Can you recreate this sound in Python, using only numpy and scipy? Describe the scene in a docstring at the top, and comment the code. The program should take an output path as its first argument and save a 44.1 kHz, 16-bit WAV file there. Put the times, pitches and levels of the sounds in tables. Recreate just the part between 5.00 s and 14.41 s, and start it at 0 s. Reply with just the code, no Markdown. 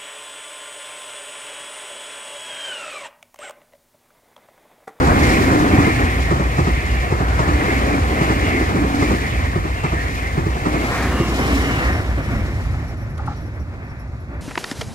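"""A train passes and leaves over a bridge

A train runs past a few metres away: the ground drones, the track growls and the wheels ring and hiss.
Each bogie (a frame with two axles) clacks twice over a rail joint; the blows are ringing tones and noise.
Later, from a steel girder bridge, come falling chirps and faint zings, made from delayed waves and sines.
Rolling sounds are coloured noise that swells and fades. Table levels are relative: functions add a trim."""
import sys
import numpy as np
from scipy import signal
from scipy.fft import rfft, irfft, next_fast_len
from scipy.io import wavfile

SR = 44100
rng = np.random.default_rng(int(sys.argv[2]) if len(sys.argv) > 2 else 0)


def store_pcm(level_fs):
    """Save levels as 16-bit WAV."""
    pcm = np.round(np.clip(level_fs, -1, 1) * 32767).astype(np.int16)
    wavfile.write(sys.argv[1], SR, np.atleast_2d(pcm).T)


N = 414981
TIME = np.arange(N) / SR  # seconds


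def gain_of(db):
    """Turns decibels into a factor."""
    return np.exp(np.asarray(db) * np.log(10) / 20)


def evened(x):
    """Scales a sound to an rms of one."""
    return x / np.sqrt(np.mean(x ** 2) + 1e-20)


def read(points, hz):
    """Reads a table between its points on a log-frequency axis."""
    f, value = np.transpose(points)
    return np.interp(np.log(hz + 1), np.log(f + 1), value)


def follow(rows, t=TIME):
    """Reads every column of a table at the times t."""
    s, *columns = np.transpose(rows)
    return [np.interp(t, s, column) for column in columns]


def add(mix, s, sound):
    """Mixes a sound in at s seconds, cut off at the end of the mix."""
    part = mix[:, max(round(s * SR), 0):][:, :sound.shape[-1]]
    part += sound[..., :part.shape[1]]


def noise(spectrum, size=N):
    """Two unrelated noises of one colour, made from random frequency parts."""
    length = next_fast_len(size, real=True)
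    colour = gain_of(read(spectrum, np.fft.rfftfreq(length, 1 / SR)))
    parts = rng.standard_normal((2, 2 * len(colour))).view(complex)
    return evened(irfft(parts * colour, length)[:, :size])


def ringing(modes, skirt):
    """Two unrelated noises in a set of resonances; a larger skirt makes their flanks steeper."""
    hz = np.geomspace(20, 20000, 1500)
    power = sum(gain_of(db) ** 2 / (1 + ((hz - f) / width) ** 2 * 2) ** skirt for f, width, db in modes)
    return noise(np.transpose([hz, 10 * np.log10(power)]))


def wander(rate_hz):
    """A slow random curve of rms one that moves up to about this rate."""
    t = TIME[::64]
    hz = np.fft.rfftfreq(len(t), t[1])
    slow = rfft(rng.standard_normal(len(t))) / (1 + (hz / rate_hz) ** 4)
    return np.interp(TIME, t, evened(irfft(slow, len(t))))


def receding(near, far, start, length):
    """Noise whose colour changes as the train moves from the ballast onto the bridge."""
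    gone = np.clip((TIME - start) / length, 0, 1)
    return np.sqrt(1 - gone) * noise(near) + np.sqrt(gone) * noise(far)


def passing_notes(rows, doppler, blur_hz, level_db):
    """Blurred, dulled notes that swell as a wheel comes by and sink in pitch by the doppler share."""
    out = np.zeros((2, N))
    for s, db, hz, length in rows:
        u = np.linspace(-1, 1, int(length * SR))
        pitch = hz * (1 - doppler * u / 2) + blur_hz * rng.standard_normal((2, len(u)))
        tone = np.sqrt(2) * np.sin(2 * np.pi * np.cumsum(pitch, axis=1) / SR)
        note = np.cos(np.pi * u / 2) * tone
        dull = signal.butter(2, 4 * hz, fs=SR, output="sos")  # takes off the hiss
        add(out, s - length / 2, gain_of(level_db + db) * signal.sosfilt(dull, note))
    return out


def thud(modes, rise):
    """One blow on the track: its modes ring and die away, each a little out of tune."""
    t = np.arange(8192) / SR
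    chance = rng.random((len(modes), 2, 2, 1))
    body = 0
    for (hz, db, t60), (detune, turn) in zip(modes, chance):
        pitch = hz * (1 + .16 * (detune - .5))
        body = body + gain_of(db - 60 * t / t60) * np.sin(2 * np.pi * pitch * t + turn)
    body = body * (1 - np.exp(-(t / rise) ** 2))
    return np.array([evened(side) for side in body])


THROB_PER_S, THROB_DIP_S = 3.7, 4.03  # beats a second; the time of one dip of the drone


def throbbing():
    """The beat of the passing cars, between -1 and 1; 1 is a dip of the drone."""
    return np.cos(2 * np.pi * THROB_PER_S * (TIME - THROB_DIP_S))


# How strongly the ground shakes: (time [s], rumble level [dB], drone level [dB])
GROUND = [(0, -17.5, -31), (.7, -21.5, -37), (1.05, -21, -18), (3.3, -24, -19.5), (4.6, -23.5, -21),
          (6.1, -26, -21.5), (6.6, -23.5, -17.5), (7.5, -22.5, -26.5), (8.6, -30.5, -38),
          (9.41, -31.5, -32)]
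DRONE_HZ = 60.6


def drone(level_db=-5.0, waver=0.69, throb=0.47, unsteady_db=0.5):
    """The sprung weight of the bogies bounces on the track: one deep, wavering note that throbs."""
    phase = 2 * np.pi * DRONE_HZ * TIME + waver * wander(2.7)  # waver in radians
    swell = 1 - throb * throbbing()
    level = gain_of(level_db + follow(GROUND)[1] + unsteady_db * wander(9.3))
    return level * swell * np.sqrt(2) * np.sin(phase)


# The colour of the ground rumble: (frequency [Hz], strength [dB per Hz])
RUMBLE = [(15, -36), (30, -30), (45, -3), (80, 3), (100, -2), (135, -6.5), (180, -15), (260, -18.5),
          (600, -119)]


def ground_rumble():
    """Rough steel on steel shakes the ground: deep noise that follows the ground level."""
    return gain_of(follow(GROUND)[0]) * noise(RUMBLE)


# The boom of the sleepers: (frequency [Hz], width [Hz], level [dB])
SLEEPERS = [(115, 41, 0)]


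def sleepers(level_db=-12.0, throb_db=6.0):
    """The sleepers boom in the ballast, loudest between the swells of the drone."""
    level = gain_of(level_db + follow(GROUND)[0] + throb_db * throbbing())
    return level * ringing(SLEEPERS, skirt=2.34)


# Wheels grazing the rail: (time [s], level [dB], pitch [Hz], octave level against the note [dB])
ZINGS = [(7.79, -61, 5550, -3), (7.891, -50, 5600, -4), (7.982, -56, 5630, -2), (8.022, -52, 5650, -5),
         (8.105, -57, 5520, 1), (8.37, -51, 5560, -6), (8.415, -58, 5620, 1), (8.462, -55, 5580, -4),
         (8.552, -61, 5600, -1), (8.604, -52.5, 5640, -6), (8.848, -64, 5620, -1), (8.904, -55, 5500, -8),
         (9.0, -54, 5490, -2), (9.208, -63, 5510, 3)]
# The thin note of the rail and its octave: (frequency [Hz], width [Hz], level [dB])
RAIL = [(5520, 260, 0), (11250, 800, -11)]


def zings(hiss, level_db=0.5, swell=0.013, sag=.02, sag_s=.012, blur_hz=740., sing_db=-5.0,
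          fitful_db=4.0, start=5.7, loudest=7.0, stop=10.7):
    """The rail sings a thin high note and its octave; grazing wheels make it flare and sag in pitch."""
    out, t = np.zeros((2, N)), np.arange(4096) / SR
    for s, db, hz, octave_db in ZINGS:
        pitch = hz * (1 + sag * np.exp(-t / sag_s)) + blur_hz * rng.standard_normal((2, len(t)))
        phase = 2 * np.pi * np.cumsum(pitch, axis=1) / SR
        tone = np.sin(phase) + gain_of(octave_db) * np.sin(2 * phase)
        flare = t / swell * np.exp(1 - t / swell)
        add(out, s - swell, gain_of(db + level_db) * flare * tone)
    singing = np.interp(TIME, [start, loudest, stop], [0, 1, 0])
    singing = singing * gain_of(hiss + sing_db + fitful_db * wander(14))
    return out + singing * ringing(RAIL, skirt=2.2)


# Axles crossing a joint on the bridge: (time [s], chirp level [dB], tick level [dB])
FAR_JOINTS = [(7.648, -34, -48), (7.734, -31, -57), (8.187, -27, -44.5), (8.271, -21.5, -46)]
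# The colour of the tick that runs ahead: (frequency [Hz], strength [dB per Hz])
TICK = [(1500, -12), (3000, 1), (5000, 0), (8000, -5), (11000, -4), (12500, -15), (16000, -40)]
# The colour of the spray that the girders scatter: (frequency [Hz], strength [dB per Hz])
SPRAY = [(1200, -12), (2500, 0), (4000, 0), (6000, -4), (8000, -13), (16000, -45)]


def far_joints(travel=0.015, high_db=-5.5, echo_db=-6.5, echo_t60=0.25, tick_lead=.006, tick_s=.006,
               spray_db=-28.5, spray_s=0.053, rail_hz=821.0, upper_hz=1248.0, bounce_db=-11.0, bounce=0.01):
    """Bending waves run faster the higher they are, so a distant blow arrives as a falling chirp."""
    out, t = np.zeros((2, N)), np.arange(16384) / SR
    hz = np.fft.rfftfreq(len(t), 1 / SR)
    colour = np.exp(-((hz - rail_hz) / 100) ** 2)
    colour += gain_of(high_db) * np.exp(-((hz - upper_hz) / 220) ** 2)
    colour += .02 / (1 + (hz / 2500) ** 3)
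    delay = travel * np.minimum(rail_hz / (hz + 1), 2) ** 2  # seconds
    # adding up the delays over frequency gives the phase
    chirp = irfft(colour * np.exp(-2j * np.pi * np.cumsum(delay) * hz[1]))
    chirp = chirp / abs(chirp).max() * (1 - np.exp(-(t / .002) ** 2)) * np.array([[1], [.4]])
    girders = np.transpose([hz, 20 * np.log10(colour)])
    spray_shape = t / spray_s * np.exp(1 - t / spray_s)
    tick_shape = np.exp(-(t / tick_s - 2) ** 2)
    for s, db, tick in FAR_JOINTS:
        add(out, s, gain_of(db) * chirp)
        # the girders throw it back once, then ring on and scatter a soft spray
        add(out, s + bounce, gain_of(db + bounce_db) * chirp)
        echo = gain_of(db + echo_db - 60 * t / echo_t60) * noise(girders, size=len(t))
        add(out, s + travel / 2, echo)
        add(out, s - travel, gain_of(db + spray_db) * spray_shape * noise(SPRAY, size=len(t)))
        # the treble outruns the chirp as a short tick
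        add(out, s - tick_lead - 2 * tick_s, gain_of(tick) * tick_shape * noise(TICK, size=len(t)))
    return out


# The girders booming under the last cars: (time of peak [s], level [dB], pitch [Hz], length [s])
BOOMS = [(7.36, -22.5, 111, .17), (7.38, -26.5, 199.6, .22), (7.72, -26, 95, 0.14), (8.27, -23, 97.2, .14),
         (8.28, -34.5, 285, 0.11), (8.44, -28, 111, .14), (8.45, -37.5, 281, .14), (8.61, -24, 93, .11)]


def girder_booms():
    """The girders boom in short, low, blurred notes."""
    return passing_notes(BOOMS, doppler=0.046, blur_hz=420.0, level_db=-2.0)


# Swells of wheel rush, close by and then from the girders: (time of peak [s], level [dB], length [s])
RUSHES = [(5.972, -30, 0.37), (6.54, -37, .25), (6.82, -27, 0.42), (7.33, -36, 0.24), (7.81, -42, 0.14),
          (8.07, -45, 0.17), (8.56, -51, 0.18), (8.92, -44, .42), (9.355, -47, .14)]
# The colour of those swells: (frequency [Hz], strength [dB per Hz])
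RUSH = [(500, -13), (1100, -3), (1500, -3.5), (1850, 0), (2300, -3.5), (2600, -9), (3200, -25), (6000, -55)]


def rushes():
    """Broad swells of wheel noise as the last bogies go by and run out over the bridge."""
    swell = 0
    for s, db, length in RUSHES:
        swell = swell + gain_of(db) * np.cos(np.pi * np.clip((TIME - s) / length, -.5, .5))
    return swell * noise(RUSH)


# Hiss from far down the bridge, also the colour of the crackle: (frequency [Hz], strength [dB per Hz])
FAR_HISS = [(2000, -9), (2900, -5), (3800, 9), (5600, 4.5), (7200, 2.5), (8800, -5.5), (11500, -4.5),
            (13000, -15), (16000, -30)]


def crackle(hiss, per_s=22., level_db=-4.0, t60=0.23, spread_db=1.0):
    """Crackle in the treble: short fading noise bursts at random times, following the hiss level."""
    strike = rng.random(N) < per_s / SR
    size = gain_of(spread_db * np.minimum(rng.exponential(1, N), 3)) * strike
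    t = np.arange(4096) / SR
    burst = gain_of(-60 * t / t60) * noise(FAR_HISS, size=len(t))
    bursts = signal.oaconvolve(size[None], burst, axes=1)[:, :N]
    return gain_of(level_db + hiss) * evened(bursts)


# The colour of the hiss close by: (frequency [Hz], strength [dB per Hz])
HISS = [(1200, -20), (2600, -2), (3700, .5), (5500, -3.8), (7500, -5), (9000, -9.5), (11000, -9.8),
        (13500, -15), (16000, -16.5)]


def wheel_hiss(hiss, level_db=2.5, flutter_db=0.63):
    """Rough steel on steel hisses: fluttering high noise, first near and then from the bridge."""
    level = gain_of(level_db + hiss + flutter_db * wander(29))
    return level * receding(HISS, FAR_HISS, start=7.34, length=0.92)


# The train's weight and wheels on the track; the motor cars are the loud stretches:
# (time [s], track roar level [dB], rolling noise level [dB])
PASSING = [(0, -16.5, -20.5), (.3, -15, -20.5), (.82, -17, -23), (1.25, -26, -29.5), (2.0, -30.5, -31),
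           (2.65, -22.5, -25), (3.05, -21, -25.5), (3.55, -21.5, -26), (4.14, -21, -28.5),
           (4.4, -28.5, -30.5), (4.8, -33, -34), (5.45, -30.5, -32.5), (5.95, -23.5, -26.5),
           (6.3, -21, -30.5), (6.52, -21, -27), (6.83, -23, -27), (7.15, -29.5, -33.5), (7.36, -27.5, -32),
           (7.75, -36, -39), (9.2, -41, -45.5), (9.41, -38.5, -40.5)]
# Resonances of the track: (frequency [Hz], width [Hz], level [dB])
TRACK = [(246, 97, -1.5), (281, 28, -2), (358, 61, -7.5)]
# The colour of rolling noise close by: (frequency [Hz], strength [dB per Hz])
ROLLING = [(150, -15), (350, 1), (470, 3.5), (600, 0), (765, 5), (860, -2.5), (1050, 2.5), (1550, -1.5),
           (2000, -7.5), (3000, -24.5), (6000, -57)]
# The colour of rolling noise from the bridge: (frequency [Hz], strength [dB per Hz])
BRIDGE = [(60, -25), (100, 9), (190, -3), (350, 5), (430, -1.5), (560, 5), (800, 1.5), (900, -1), (1300, 0),
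          (2100, -3.5), (2450, -7.5), (2900, -16), (6000, -39)]


def rolling(roar_db=-3.0, roll_db=2.0, lumps_db=1.64, rattle_db=1.41):
    """Rough steel on steel makes the track roar and the wheels rumble; rough spots lift both together."""
    roar, roll = follow(PASSING)
    spots = wander(20.5)
    out = gain_of(roar_db + roar + lumps_db * spots) * ringing(TRACK, skirt=1.26)
    wheel_noise = receding(ROLLING, BRIDGE, start=6.6, length=0.64)
    return out + gain_of(roll_db + roll + rattle_db * spots) * wheel_noise


# Wheels growling over rippled rail: (time of peak [s], level [dB], pitch [Hz], length [s])
GROWLS = [(.2, -28, 290, 0.29), (.46, -15, 264.5, 0.16), (.6, -15, 296.7, 0.17), (.78, -18.5, 290, .2),
          (1.0, -23, 262, 0.23), (2.55, -22.5, 296, 0.23), (2.8, -24, 265.8, 0.31),
          (2.95, -21, 289.6, 0.14), (3.33, -24, 293.4, 0.19), (3.56, -21.5, 257.5, .15),
          (3.79, -16.5, 300.3, .16), (3.97, -22, 281, .16), (4.08, -22.5, 290, 0.22),
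          (5.77, -21.5, 304, .17), (6.02, -26.5, 271.6, 0.21), (6.53, -17, 286.3, .13),
          (6.68, -21, 261.3, 0.17)]


def growls():
    """Wheels growl over rippled rail in low, blurred notes."""
    return passing_notes(GROWLS, doppler=0.065, blur_hz=286.0, level_db=-2.5)


# Each bogie crosses the near joint, then rolls by: (time at the joint [s], thump level [dB],
# clang level [dB], second axle against the first [dB], wheel ring level [dB], hiss level [dB])
BOGIES = [(-.012, -13.5, -20.5, -0.5, -21.5, -33.5), (.518, -10.5, -26, -2, -24, -39),
          (.785, -8, -25.5, -2, -24, -43), (1.314, -10.5, -24.5, -2.5, -29, -44),
          (1.588, -10, -25, -2, -26, -46), (2.12, -12.5, -26.5, -3, -32.5, -46),
          (2.397, -12.5, -24, -1, -24, -40), (2.934, -15, -28.5, -9, -25, -40.5),
          (3.214, -10.5, -25.5, -2, -25, -42), (3.755, -14.5, -31.5, 0, -28, -40.5),
          (4.023, -14, -26, -0.5, -27, -46), (4.56, -13.5, -30.5, -2.5, -29, -48),
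          (4.842, -13.5, -26, -3, -29.5, -45), (5.378, -12, -29.5, -2, -31.5, -55),
          (5.659, -12.5, -25, -4.5, -28, -38), (6.2, -11, -29, -7, -26, -37.5)]
SPEED_M_PER_S, AXLE_SPACING_M = 24.6, 2.1
JOINT_AHEAD_M, DISTANCE_M = 7.93, 3.88  # the joint lies up the line; the near rail is a few metres off


def going_by(strengths_db, falloff):
    """Level in dB of all the bogies together: each swells as it comes abreast and fades with distance."""
    power, t = 0, TIME[::64]
    for (s, *_), db in zip(BOGIES, strengths_db):
        along_m = SPEED_M_PER_S * (t - s) - JOINT_AHEAD_M
        power = power + gain_of(db) ** 2 / (1 + (along_m / DISTANCE_M) ** 2) ** falloff
    return np.interp(TIME, t, 10 * np.log10(power))


# Air closing in behind the last car, then the last bogie running onto the girders:
# (time [s], length [s], ring level [dB], hiss level [dB])
WAKE = (7, 0.41, -27, -42.5)
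ONTO_BRIDGE = (7.5, 0.29, -33, -44)
# once the tail has passed, no car side throws the wheel noise back
TAIL_S, TAIL_FADE_S, TAIL_DB = 6.85, 0.23, -7.5


def wheel_levels(ring_falloff=1.28, hiss_falloff=0.97):
    """Wheel ring and hiss in dB: the bogies going by, then the wake and the run onto the bridge."""
    *_, ring_db, hiss_db = np.transpose(BOGIES)
    power = gain_of([going_by(ring_db, ring_falloff), going_by(hiss_db, hiss_falloff)]) ** 2
    for s, length, *db in (WAKE, ONTO_BRIDGE):
        power = power + gain_of(db)[:, None] ** 2 * np.exp(-((TIME - s) / length) ** 2)
    return 10 * np.log10(power) + TAIL_DB * np.clip((TIME - TAIL_S) / TAIL_FADE_S, 0, 1)


# Resonances of the wheels: (frequency [Hz], width [Hz], level [dB])
WHEELS = [(1740, 47, 6.5), (1870, 87, 7), (2083, 108, 6), (2240, 280, 1.5), (2437, 235, -3.5),
          (2760, 1100, -9)]


def wheel_ring(ring, level_db=-2.5, swap_db=2.0):
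    """Rough steel on steel sets the wheels ringing; their modes take turns to stand out."""
    wheels = 0
    for hz, width, db in WHEELS:
        level = gain_of(db + swap_db * wander(14.0)) * np.sqrt(width)
        wheels = wheels + level * ringing([(hz, width, 0)], skirt=1.8)
    return gain_of(level_db + ring) * evened(wheels)


def strands(ring, count=110, level_db=-14.5, scatter=.05, length=.14, spread_db=3.):
    """Now one wheel, now another rings briefly near a mode, louder as a bogie comes abreast."""
    when, mode, detune, size = rng.random((count, 4)).T
    s = (np.arange(count) + when) / count * TAIL_S
    mode_hz = np.array(WHEELS)[(mode * len(WHEELS)).astype(int), 0]
    hz = mode_hz * (1 + scatter * (2 * detune - 1))
    db = np.interp(s, TIME, ring) + spread_db * (2 * size - 1)
    rows = [(a, b, c, length) for a, b, c in zip(s, db, hz)]
    return passing_notes(rows, doppler=0.031, blur_hz=480., level_db=level_db)


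# Single wheels ringing out as they go by: (time of peak [s], level [dB], pitch [Hz], length [s])
WHEEL_CALLS = [(0.25, -26.5, 2090, 0.24), (.33, -29.5, 2285, .22), (.79, -32, 1900, .14),
               (0.881, -29.5, 2107, 0.25), (1.72, -36, 2099, .3), (2.335, -28.5, 1472, 0.3),
               (2.72, -28.5, 2120, 0.21), (3.558, -26, 2062, 0.24), (4.062, -31, 2290, 0.17),
               (4.235, -30, 1930, .12), (4.41, -40, 2220, .14), (5.002, -27, 1830, 0.12),
               (5.26, -30.5, 2084, 0.14), (5.8, -32, 2175, .26), (6.0, -34, 1650, .2),
               (6.22, -35, 2820, 0.3), (6.41, -38, 3060, .2), (6.5, -34, 2190, .16), (6.7, -34.5, 2900, .3),
               (6.87, -29, 1763, 0.2)]


def wheel_calls():
    """Single wheels ring out in high, blurred notes."""
    return passing_notes(WHEEL_CALLS, doppler=0.0229, blur_hz=880.0, level_db=-1.0)


# Flat spots on the wheels knocking on the rail: (time [s], level [dB])
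KNOCKS = [(.212, -20.5), (.318, -22), (.412, -28), (.726, -21), (2.68, -24.5), (2.86, -29), (3.105, -29),
          (3.425, -26), (3.537, -24), (3.607, -25.5), (4.143, -26)]
# What a struck joint rings with: (frequency [Hz], level [dB], time to fall by 60 dB [s])
JOINT = [(129, 2.5, 0.082), (162, 2.5, 0.088), (246, -7.5, 0.12), (324.7, -2, 0.14), (398.4, 0, 0.077)]


def knocks(level_db=-5.5):
    """A flat spot is a lighter blow than a joint: only the upper modes of the track ring."""
    out, upper = np.zeros((2, N)), JOINT[2:]
    for s, db in KNOCKS:
        add(out, s, gain_of(level_db + db) * thud(upper, rise=0.0043))
    return out


def axles():
    """Two blows for each bogie, one axle spacing apart: (time [s], thump [dB], clang [dB])."""
    for s, thump, clang, rear, *_ in BOGIES:
        if s > 0:  # the very first axle has already crossed
            yield s, thump, clang
        yield s + AXLE_SPACING_M / SPEED_M_PER_S, thump + rear, clang + rear


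# The colour of the clang: (frequency [Hz], strength [dB per Hz])
CLANG = [(150, -41), (350, -6), (520, 7), (780, 4), (1250, 9.5), (1700, -12), (3000, -17.5), (8000, -21.5),
         (16000, -92)]


def clacks(thump_db=-13.5, clang_db=7.5, spread=0.012, clang_t60=0.21, lead=.015, thump_lead=0.004):
    """Each axle drops into the joint: a clang runs ahead through the rail, then rail and sleepers thump."""
    out, t = np.zeros((2, N)), np.arange(8192) / SR
    rise = 1 - np.exp(-(t / spread) ** 2)
    clang_shape = rise * gain_of(-60 * np.maximum(t - spread, 0) / clang_t60)
    for s, thump, clang in axles():
        add(out, s - thump_lead, gain_of(thump + thump_db) * thud(JOINT, rise=0.0061))
        add(out, s - lead, gain_of(clang + clang_db) * clang_shape * noise(CLANG, size=len(t)))
    return out


# Where the nearest wheels are heard from: (time [s], lead of the left microphone [ms])
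BEARING = [(0, .39), (5.3, 0.4), (5.78, 0.4), (6.0, 0.04), (6.45, -0.22), (8.3, -0.15), (8.6, -0.18)]
# Share of the sound that comes straight from the wheels: (frequency [Hz], share [0-1])
DIRECT = [(60, .7), (400, .85), (900, .8), (1500, .75), (2300, .75), (4000, .3), (8000, .08), (15000, 0)]
# A narrow band that drifts in pitch and dips or lifts: (time [s], centre [Hz], level change [dB])
HOLLOW = [(5.9, 2800, 0), (6.2, 2600, 1), (6.6, 2450, -1.5), (7.0, 2300, -3.5), (7.7, 2780, 1),
          (8.6, 2950, -2), (9.41, 3030, -10)]
HOLLOW_WIDTH_HZ = 160
MIC_SPAN_MS = 0.45  # time for sound to cross from one microphone to the other
LIKENESS = 0.96  # the two microphones never hear quite the same
BOGIES_PER_S, SWEEP_MS = 2.45, 0.026  # each passing bogie swings the bearing this far either way


def microphones(pair):
    """Two spaced microphones: direct sound reaches one first, scattered sound is alike only in the bass."""
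    hz, t, (near, other) = signal.stft(pair, SR, nperseg=512, noverlap=384)
    sweep = 2 * ((t * BOGIES_PER_S + .55) % 1) - 1
    lead_ms = follow(BEARING, t)[0] + SWEEP_MS * sweep
    khz, direct = hz[:, None] / 1000, read(DIRECT, hz)[:, None]
    scattered = (1 - direct) * np.sinc(2 * khz * MIC_SPAN_MS)
    same = LIKENESS * (direct * np.exp(-2j * np.pi * khz * lead_ms) + scattered)
    # the unrelated noise fills in whatever the two sides do not share
    right = same * near + np.sqrt(np.maximum(1 - abs(same) ** 2, 0)) * other
    centre, change_db = follow(HOLLOW, t)
    hollow = gain_of(change_db * np.exp(-((hz[:, None] - centre) / HOLLOW_WIDTH_HZ) ** 2))
    return signal.istft(hollow * np.array([near, right]), SR, nperseg=512, noverlap=384)[1][:, :N]


def scene():
    """The whole train, heard from beside the track; the drone is alike on both sides."""
    ring, hiss = wheel_levels()
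    far = zings(hiss) + far_joints() + girder_booms()
    track = ground_rumble() + sleepers() + rolling() + growls()
    wheels = rushes() + crackle(hiss) + wheel_hiss(hiss) + wheel_ring(ring) + strands(ring) + wheel_calls()
    blows = knocks() + clacks()
    return microphones(far + track + wheels + blows) + drone()


# Left microphone against the right: (frequency [Hz], level difference [dB])
TILT = [(60, -0.5), (110, -1), (200, -1), (380, 0.5), (700, 1.5), (1290, 0.5), (2380, 0.5), (4400, 0),
        (8120, -1), (15000, 1)]
EDGE_HZ = 15750  # nothing much is heard above this


def record(dry):
    """The two microphones differ a little in colour; then the highest treble is cut."""
    length = next_fast_len(N, real=True)
    hz = np.fft.rfftfreq(length, 1 / SR)
    tilt = gain_of(read(TILT, hz) * np.array([[.5], [-.5]]))  # half to each side
    coloured = irfft(rfft(dry, length) * tilt, length)[:, :N]
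    low_pass = signal.firwin(1023, EDGE_HZ, window=("kaiser", 9), fs=SR)
    return signal.oaconvolve(coloured, low_pass[None], "same")


dry = scene()
out = record(dry)
store_pcm(out)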